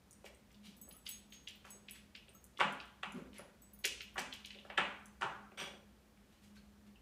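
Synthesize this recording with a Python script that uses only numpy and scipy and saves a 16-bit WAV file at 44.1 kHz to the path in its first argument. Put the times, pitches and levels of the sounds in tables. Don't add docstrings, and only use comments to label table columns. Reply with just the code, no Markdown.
import sys
import numpy as np
from scipy import signal
from scipy.fft import rfft, irfft
from scipy.io import wavfile
from scipy.ndimage import uniform_filter1d

SR = 44100
rng = np.random.default_rng(int(sys.argv[2]) if len(sys.argv) > 2 else 0)


def to_wav(sig):
    pcm = np.clip(np.atleast_2d(sig), -1, 1) * 32767
    pcm = np.round(pcm).astype(np.int16)
    wavfile.write(sys.argv[1], SR, pcm.T)


def to_linear_factor(level_db):
    exponent = np.asarray(level_db, float) / 20
    return 10 ** exponent


N = 309141


def at_hz(points, hz):
    table_hz, values = np.array(points).T
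    return np.interp(np.log(hz), np.log(table_hz), values)


def rms_one(x):
    return x / np.sqrt(np.mean(x ** 2) + 1e-20)


def coloured(size, points):
    hz = np.maximum(np.fft.rfftfreq(size, 1 / SR), 10)
    spectrum = rfft(rng.standard_normal(size)) * to_linear_factor(at_hz(points, hz))
    return rms_one(irfft(spectrum, size))


def peak(x, hz, width_hz):
    r = np.exp(-np.pi * width_hz / SR)
    forward = [(1 - r * r) / 2, 0, (r * r - 1) / 2]
    feedback = [1, -2 * r * np.cos(2 * np.pi * hz / SR), r * r]
    return signal.lfilter(forward, feedback, x)


def bright(x, cut_hz):
    return signal.sosfilt(signal.butter(2, cut_hz, "high", fs=SR, output="sos"), x)


def band(x, low_hz, high_hz):
    return signal.sosfilt(signal.butter(3, [low_hz, high_hz], "band", fs=SR, output="sos"), x)


def add(track, s, db, sound):
    i = round(s * SR)
    track[..., i:i + sound.shape[-1]] += to_linear_factor(db) * sound[..., :N - i]


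def strike(track, s, db, sound):
    add(track, s - .0035, db - 16, sound)
    add(track, s, db, sound)


def top_one(x):
    energy = np.sqrt(np.sum(x ** 2, axis=1, keepdims=True))
    return x * energy[0] / energy / np.abs(x[0]).max()


def contact(length_s, size=3000):
    t = np.arange(size) / SR
    rough = rng.standard_normal(size) * t ** 2 * np.exp(-t / max(length_s / 3, 1e-4))
    pulse = (t == 0) * np.sqrt(np.sum(rough ** 2))
    return np.stack([rough, pulse])


def pushes(rows, width_share):
    out = np.zeros((2, N))
    for s, db, hz, length_s in rows:
        force = contact(length_s, size=9000)[[0, 0]]
        width_hz = width_share * hz
        ringing = peak(peak(force, hz, width_hz), hz, 0.99 * width_hz)
        add(out, s, db - 7, top_one(ringing))
    return out


def grainy(size, lump_db):
    return to_linear_factor(lump_db * rms_one(uniform_filter1d(rng.standard_normal(size), size=120)))


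# (f/Hz, level/dB per Hz)
AIR_COLOUR = [(15, -50), (28, -23), (59, -8), (160, -12.5), (206, -5.5), (270, -14), (700, -21.5),
              (16000, -40)]
# (f/Hz, width/Hz, level/dB rms)
MOTOR_HUM = [(58.8, 18.6, -71.5), (205.27, 3.9, -67.5)]


def air():
    out = to_linear_factor(-63.5 - 3.5) * coloured(N, AIR_COLOUR)
    for hz, width_hz, db in MOTOR_HUM:
        tone = peak(peak(rng.standard_normal(N), hz, width_hz), hz, 1.1 * width_hz)
        out += to_linear_factor(db) * rms_one(tone)
    return out


def jingle(hits, modes):
    out, t = np.zeros(N), np.arange(22000) / SR
    touch = np.minimum(t / 0.00038, 1)
    for s, *group_db in hits:
        chance = rng.standard_normal((len(modes), 2))
        for (hz, mode_db, t60, group), (shift, uneven) in zip(modes, chance):
            shifted_hz = hz + shift * 1.53 / t60
            tone = np.sin(2 * np.pi * shifted_hz * t) * to_linear_factor(-60 * t / t60) * touch
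            uneven_db = 3 * uneven * (t60 < .09)
            add(out, s, group_db[round(group)] + mode_db + uneven_db, tone)
    return out


def by_spot(db, spot, groups, far_db):
    return list(db + far_db * np.sin(np.pi * (spot - groups) / 4) ** 2)


# (t/s, clack level/dB, ringing level/dB, spot on the rim 1-5, loss opposite/dB)
FIRST_TAG_HITS = [(0.7672, -60, -65, 3.1, -20), (0.814, -54, -49, 3.17, -16), (0.889, -54, -51, 3.4, -24),
                  (0.926, -47.5, -62, 3.5, -35), (0.9662, -54, -58, 3.1, -23), (1.053, -61, -74, 2.7, -8),
                  (1.0899, -37, -41, 2.76, -29), (1.1119, -43, -51, 4.3, -16), (1.303, -69, -67, 4.4, -20),
                  (1.3254, -78, -58, 4.7, -28), (1.4333, -73, -73, 2.7, -26), (1.5044, -78, -72, 3.4, -26),
                  (1.5554, -73, -65, 3.7, -34), (1.7042, -42.5, -56, 2.3, -6),
                  (1.9099, -43, -59.5, 2.4, -15), (2.3344, -74, -69, 2.9, -33), (2.3484, -67, -60, 4, -11),
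                  (3.6193, -66, -57, 2.9, -17), (3.7346, -53, -53, 3.7, -40), (3.7895, -55, -58, 3.3, -20),
                  (4.0194, -80, -61, 3.3, -34), (4.1422, -67, -65, 3.5, -26), (4.3994, -80, -76, 3.5, -25)]
# (f/Hz, level/dB, time to fall 60 dB/s, group; 0 is the short clack)
FIRST_TAG_TONES = [(10180, -12, .08, 0), (9850, -3, .012, 0), (10400, -3, .012, 0), (13150, -7, .015, 0),
                   (14900, -7, .01, 0), (6541, 0, .3, 1), (7940, 0, .25, 2), (14140, 0, .12, 3),
                   (14530, 2, .13, 4)]
# (t/s, level/dB, spot 0-4, loss opposite/dB)
SECOND_TAG_HITS = [(0.1093, -52, 0.48, -9), (0.1285, -51, .3, -23), (0.347, -57, 0.011, -30),
                   (0.5266, -65, 3.9, -12), (1.483, -47, .8, -34), (2.2918, -53, .01, -40),
                   (2.4413, -50, 3.9, -9), (2.724, -49.5, 0.53, -13), (2.855, -60.5, 0.092, -17),
                   (3.1218, -49.5, 1.3, -16), (3.3828, -51, 1.6, -20), (4.995, -65, 0.0081, -30),
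                   (5.0572, -51.5, .5, -7)]
# (f/Hz, level/dB, time to fall 60 dB/s, group)
SECOND_TAG_TONES = [(8100, -1, .01, 0), (9050, -6, .025, 0), (6100, 0, .008, 1), (7100, 1, .008, 1),
                    (10500, 3, .02, 2), (11300, -3, .01, 2), (12500, -2, .008, 3), (13500, 0, .012, 3),
                    (15200, -3, .012, 3)]


def tags():
    first = [(s, clack_db, *by_spot(db, spot, np.arange(1, 5), far_db))
             for s, clack_db, db, spot, far_db in FIRST_TAG_HITS]
    second = [(s, *by_spot(db, spot, np.arange(4), far_db))
              for s, db, spot, far_db in SECOND_TAG_HITS]
    return jingle(first, FIRST_TAG_TONES) + jingle(second, SECOND_TAG_TONES)


# (t/s, peak level/dB, length/s)
BOARD_LANDINGS = [(0.66, -48, 0.032), (0.751, -53.5, 0.045), (0.883, -54.5, 0.042), (1.329, -58, .024),
                  (2.004, -57, 0.018), (2.628, -34, 0.049), (3.042, -45.5, 0.031), (3.135, -33, 0.034),
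                  (3.19, -41, 0.019), (3.399, -49.5, 0.025), (4.193, -42, 0.021), (4.795, -36, 0.017),
                  (5.599, -43, 0.027)]
# (t/s, peak level/dB, length/s)
BOARD_CREAKS = [
    (0.238, -59, 0.011),
    (1.741, -49.5, 0.017),
    (2.282, -54.5, 0.012),
    (3.162, -42, .03),
    (3.841, -38.5, 0.0082),
    (4.54, -49, 0.024),
    (5.239, -38, 0.017),
    (5.671, -59, 0.023),
]
# (t/s, peak level/dB, length/s)
FLOOR_BOOMS = [
    (2.605, -39, 0.014),
    (4.170, -47, 0.012),
    (4.778, -41.5, 0.019),
    (5.225, -43.5, 0.039),
]


def floor():
    rows = []
    for table, hz in ((BOARD_LANDINGS, 216), (BOARD_CREAKS, 400), (FLOOR_BOOMS, 129.6)):
        rows += [(s, db, hz, length_s) for s, db, length_s in table]
    return pushes(rows, width_share=0.61)


# (from f/Hz, to f/Hz)
TRAY_REGIONS = [
    (750, 1600),
    (340, 700),
    (1500, 3100),
    (3000, 8200),
]
# (t/s, panel level/dB, low body level/dB over the panel)
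PAD_KNOCKS = [(0.241, -52.5, 1), (0.877, -60, -1.5), (1.648, -51, -12), (2.59, -36, -14),
              (2.598, -37.5, -9), (2.604, -25, -12.5), (2.611, -22, -20.5), (3.031, -32, -20),
              (3.392, -45, -5.5), (4.157, -37.5, -33), (4.166, -42, -10.5), (4.177, -36.5, -10),
              (4.185, -38, -11), (4.649, -51, -2.5), (4.699, -42, -10), (4.782, -23.5, -13.5),
              (5.21, -41, -12), (5.219, -28, -30), (5.228, -24, -23.5), (5.518, -55.5, -1.5),
              (5.671, -50, -0.5), (5.735, -53, -3.5)]
# (t/s, rim level/dB, crack level/dB over the rim)
EDGE_KNOCKS = [(0.241, -62, -4), (1.648, -57, -14), (2.598, -38, -8), (2.604, -26.5, -25.5),
               (3.03, -40, -13), (4.168, -50, -20), (4.178, -35.5, -9), (4.185, -45, -1.5),
               (4.699, -43.5, -35), (4.7751, -25.5, -17.5), (5.21, -48.5, -3.5), (5.219, -37, -37),
               (5.671, -59, -4)]


def knocks():
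    out = np.zeros((2, N))
    # time, level, shares of panel, low body, rim and crack in dB, contact length in s
    pads = [(s, db, (0, low_db, -35.5, -26), 0.0029) for s, db, low_db in PAD_KNOCKS]
    nails = [(s, db, (-8.5, -22.5, 0, crack_db), .0045) for s, db, crack_db in EDGE_KNOCKS]
    trims_db = (1.0, 5, 6.5, 4.5)
    for s, db, parts_db, contact_s in pads + nails:
        force = contact(contact_s)
        for part_db, (low_hz, high_hz), trim_db in zip(parts_db, TRAY_REGIONS, trims_db):
            strike(out, s, db + part_db + trim_db, top_one(band(force, low_hz, high_hz)))
    return out


# (start t/s, level/dB rms, length/s, centre f/Hz, brightness level/dB)
RUBS = [(0.249, -57.5, 0.018, 2600, -7), (0.625, -59.5, 0.071, 3004, -40), (1.052, -57, .02, 3000, -17),
        (1.068, -56, 0.046, 3080, -31), (1.325, -63, .04, 3400, -26), (1.643, -70, 0.1, 3180, -7),
        (1.648, -61.5, 0.047, 1030, -30), (1.924, -62.5, 0.066, 2530, -32), (3.332, -60, 0.076, 2170, -26),
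        (3.381, -58, 0.018, 1100, -16), (3.13, -63.5, 0.086, 1480, -25), (4.64, -68.5, 0.033, 2900, -27),
        (6.295, -74, .08, 2760, -21), (6.412, -69.5, 0.061, 3080, -7), (6.547, -64.5, 0.035, 2470, -19),
        (6.858, -70, .028, 2170, -23)]


def scuffs():
    out, t = np.zeros(N), np.arange(16000) / SR
    for s, db, length_s, hz, bright_db in RUBS:
        noise = rng.standard_normal(len(t)) * grainy(len(t), lump_db=2)
        body = rms_one(bright(peak(noise, hz, 0.6 * hz), 0.18 * hz))
        hiss = rms_one(peak(bright(noise, 3800), 4100, 4700))
        rise_s = 0.48 * length_s
        fading = np.exp((rise_s - t) / (length_s - rise_s))
        swell = np.where(t < rise_s, t / rise_s, fading)
        add(out, s, db, (body + to_linear_factor(bright_db) * hiss) * swell)
    return out


# (t/s, peak level/dB, f/Hz, brightness level/dB)
CLAW_TICKS = [(0.2605, -48.5, 2270, -14.5), (0.5042, -62, 2460, -9), (0.543, -57, 3570, -22),
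              (0.9094, -50.5, 3050, -16), (1.064, -37, 3160, -16), (1.3217, -44.5, 3080, -19),
              (1.473, -35.5, 3026, -18.5), (1.6425, -54, 2400, -9), (1.884, -40.5, 2700, -19),
              (2.1497, -43, 2850, -20), (2.2815, -52, 2800, -25), (2.572, -44, 2950, -19),
              (2.8, -40.5, 3000, -26), (3.3297, -55, 2900, -12), (3.841, -30.5, 3270, -1.5),
              (3.8461, -24, 2700, -18.5), (4.005, -36, 2760, -17.5), (4.1806, -41.5, 2340, 5),
              (4.325, -34.5, 3036, -15.5), (4.4465, -38.5, 3080, -15.5), (5.5164, -58, 2165, -25),
              (6.1724, -64, 2220, -18)]


def claws():
    out = np.zeros((2, N))
    skips = [(4.504 + k * .041, -43.5 - k * 1.5, 2900, -27) for k in range(3)]
    for s, db, hz, bright_db in CLAW_TICKS + skips:
        bright_db = min(bright_db, 0)
        force = contact(0.0033)
        body = top_one(peak(band(force, 0.5 * hz, 1.71 * hz), hz, 0.27 * hz))
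        edge = top_one(peak(bright(force, 3300), 5300, 3600))
        strike(out, s, db + 1.5, body + to_linear_factor(bright_db - 9) * edge)
        bounce_s = .0105
        add(out, s + bounce_s, db + bright_db + 8.0, edge)
    return out


# (t/s, level/dB, f/Hz, length/s)
SMALL_SQUEAKS = [
    (.930, -56, 1245, 0.029),
    (2.160, -56, 5160, 0.017),
    (2.160, -52, 2660, 0.02),
    (2.340, -55, 1250, 0.022),
    (6.560, -54, 1540, 0.012),
    (6.565, -55, 4220, .015),
    (6.955, -52, 2740, 0.0063),
]


def squeaks():
    return pushes(SMALL_SQUEAKS, width_share=.11)


# (f/Hz, level/dB per Hz)
FUR_COLOUR = [(180, -34), (300, -9), (431, -3), (968, -6), (3400, -1.5), (4140, -15.5), (5760, -16.5),
              (15500, -39)]
# (f/Hz, width/Hz, level/dB)
WIRE_TONES = [(1250, 100, -6), (1580, 80, -5), (2300, 80, -3), (3350, 30, 9), (4600, 90, -7),
              (5800, 110, -6), (8300, 200, -13)]


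def slide():
    start_s, stop_s, rise_s, fall_s = 5.574, .205, 0.03, 0.056
    t = np.arange(N) / SR - start_s
    rising = to_linear_factor(-9.5 * (1 - t.clip(0, 1) / rise_s))
    falling = np.exp((rise_s - t.clip(0)) / fall_s)
    level = to_linear_factor(-46) * (t > 0) * (t < stop_s) * np.minimum(rising, falling)
    grip = grainy(N, lump_db=2.5)
    shaking = rng.standard_normal(N) * grip
    wires = np.zeros(N)
    for hz, width_hz, wire_db in WIRE_TONES:
        wires += to_linear_factor(wire_db) * rms_one(peak(shaking, hz, width_hz)) * np.sqrt(width_hz)
    fur = coloured(N, FUR_COLOUR) * grip
    return level * (fur + to_linear_factor(-1.5) * rms_one(wires))


# (f/Hz, time to fall 60 dB/s)
ROOM_RINGING = [(150, 0.43), (500, 0.51), (1400, 0.57), (3700, 0.46), (7000, 0.51), (14000, 0.19)]
# (delay t/s, level/dB)
FIRST_ECHOES = [(.0052, -6.5), (.0105, -7.5), (.0163, -24.5), (.0241, -11), (.0317, -29)]


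def room(direct, gathered):
    t = np.arange(round(.8 * SR)) / SR
    tail, edges = 0, 80 * 2 ** np.arange(0, 8, .5)
    for low, high in zip(edges, edges[1:]):
        half_octave = signal.butter(2, [low, high], "band", fs=SR, output="sos")
        noise = signal.sosfilt(half_octave, rng.standard_normal(len(t)))
        tail = tail + noise * to_linear_factor(-60 * t / at_hz(ROOM_RINGING, np.sqrt(low * high)))
    tail = tail * (1 - np.exp(-(t / .014) ** 2))
    early = (t == 0) * 1.0
    for delay_s, db in FIRST_ECHOES:
        early[round(delay_s * SR)] += to_linear_factor(db)
    late = to_linear_factor(-3.5) * tail / np.sqrt(np.sum(tail ** 2))
    return (signal.fftconvolve(direct, early) + signal.fftconvolve(gathered, late))[:N]


def scene():
    def to_room(db):
        return to_linear_factor([[0], [db]])

    mix = tags() * to_room(-4) + floor() + knocks()
    mix = mix + scuffs() * to_room(-2.5) + claws() * to_room(-2.5)
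    mix = mix + squeaks() * to_room(-7) + slide() * to_room(-9.5)
    direct, gathered = mix
    mono = room(direct, gathered) + air()
    return np.stack([mono, mono])


def band_limit(x):
    return signal.sosfilt(signal.butter(12, 16390, fs=SR, output="sos"), x)


def record(dry):
    x = signal.sosfilt(signal.butter(2, 30, "high", fs=SR, output="sos"), dry)
    x = signal.sosfilt(signal.cheby2(14, 60, 16150, fs=SR, output="sos"), x)
    return band_limit(x)


dry = scene()
out = record(dry)
to_wav(out)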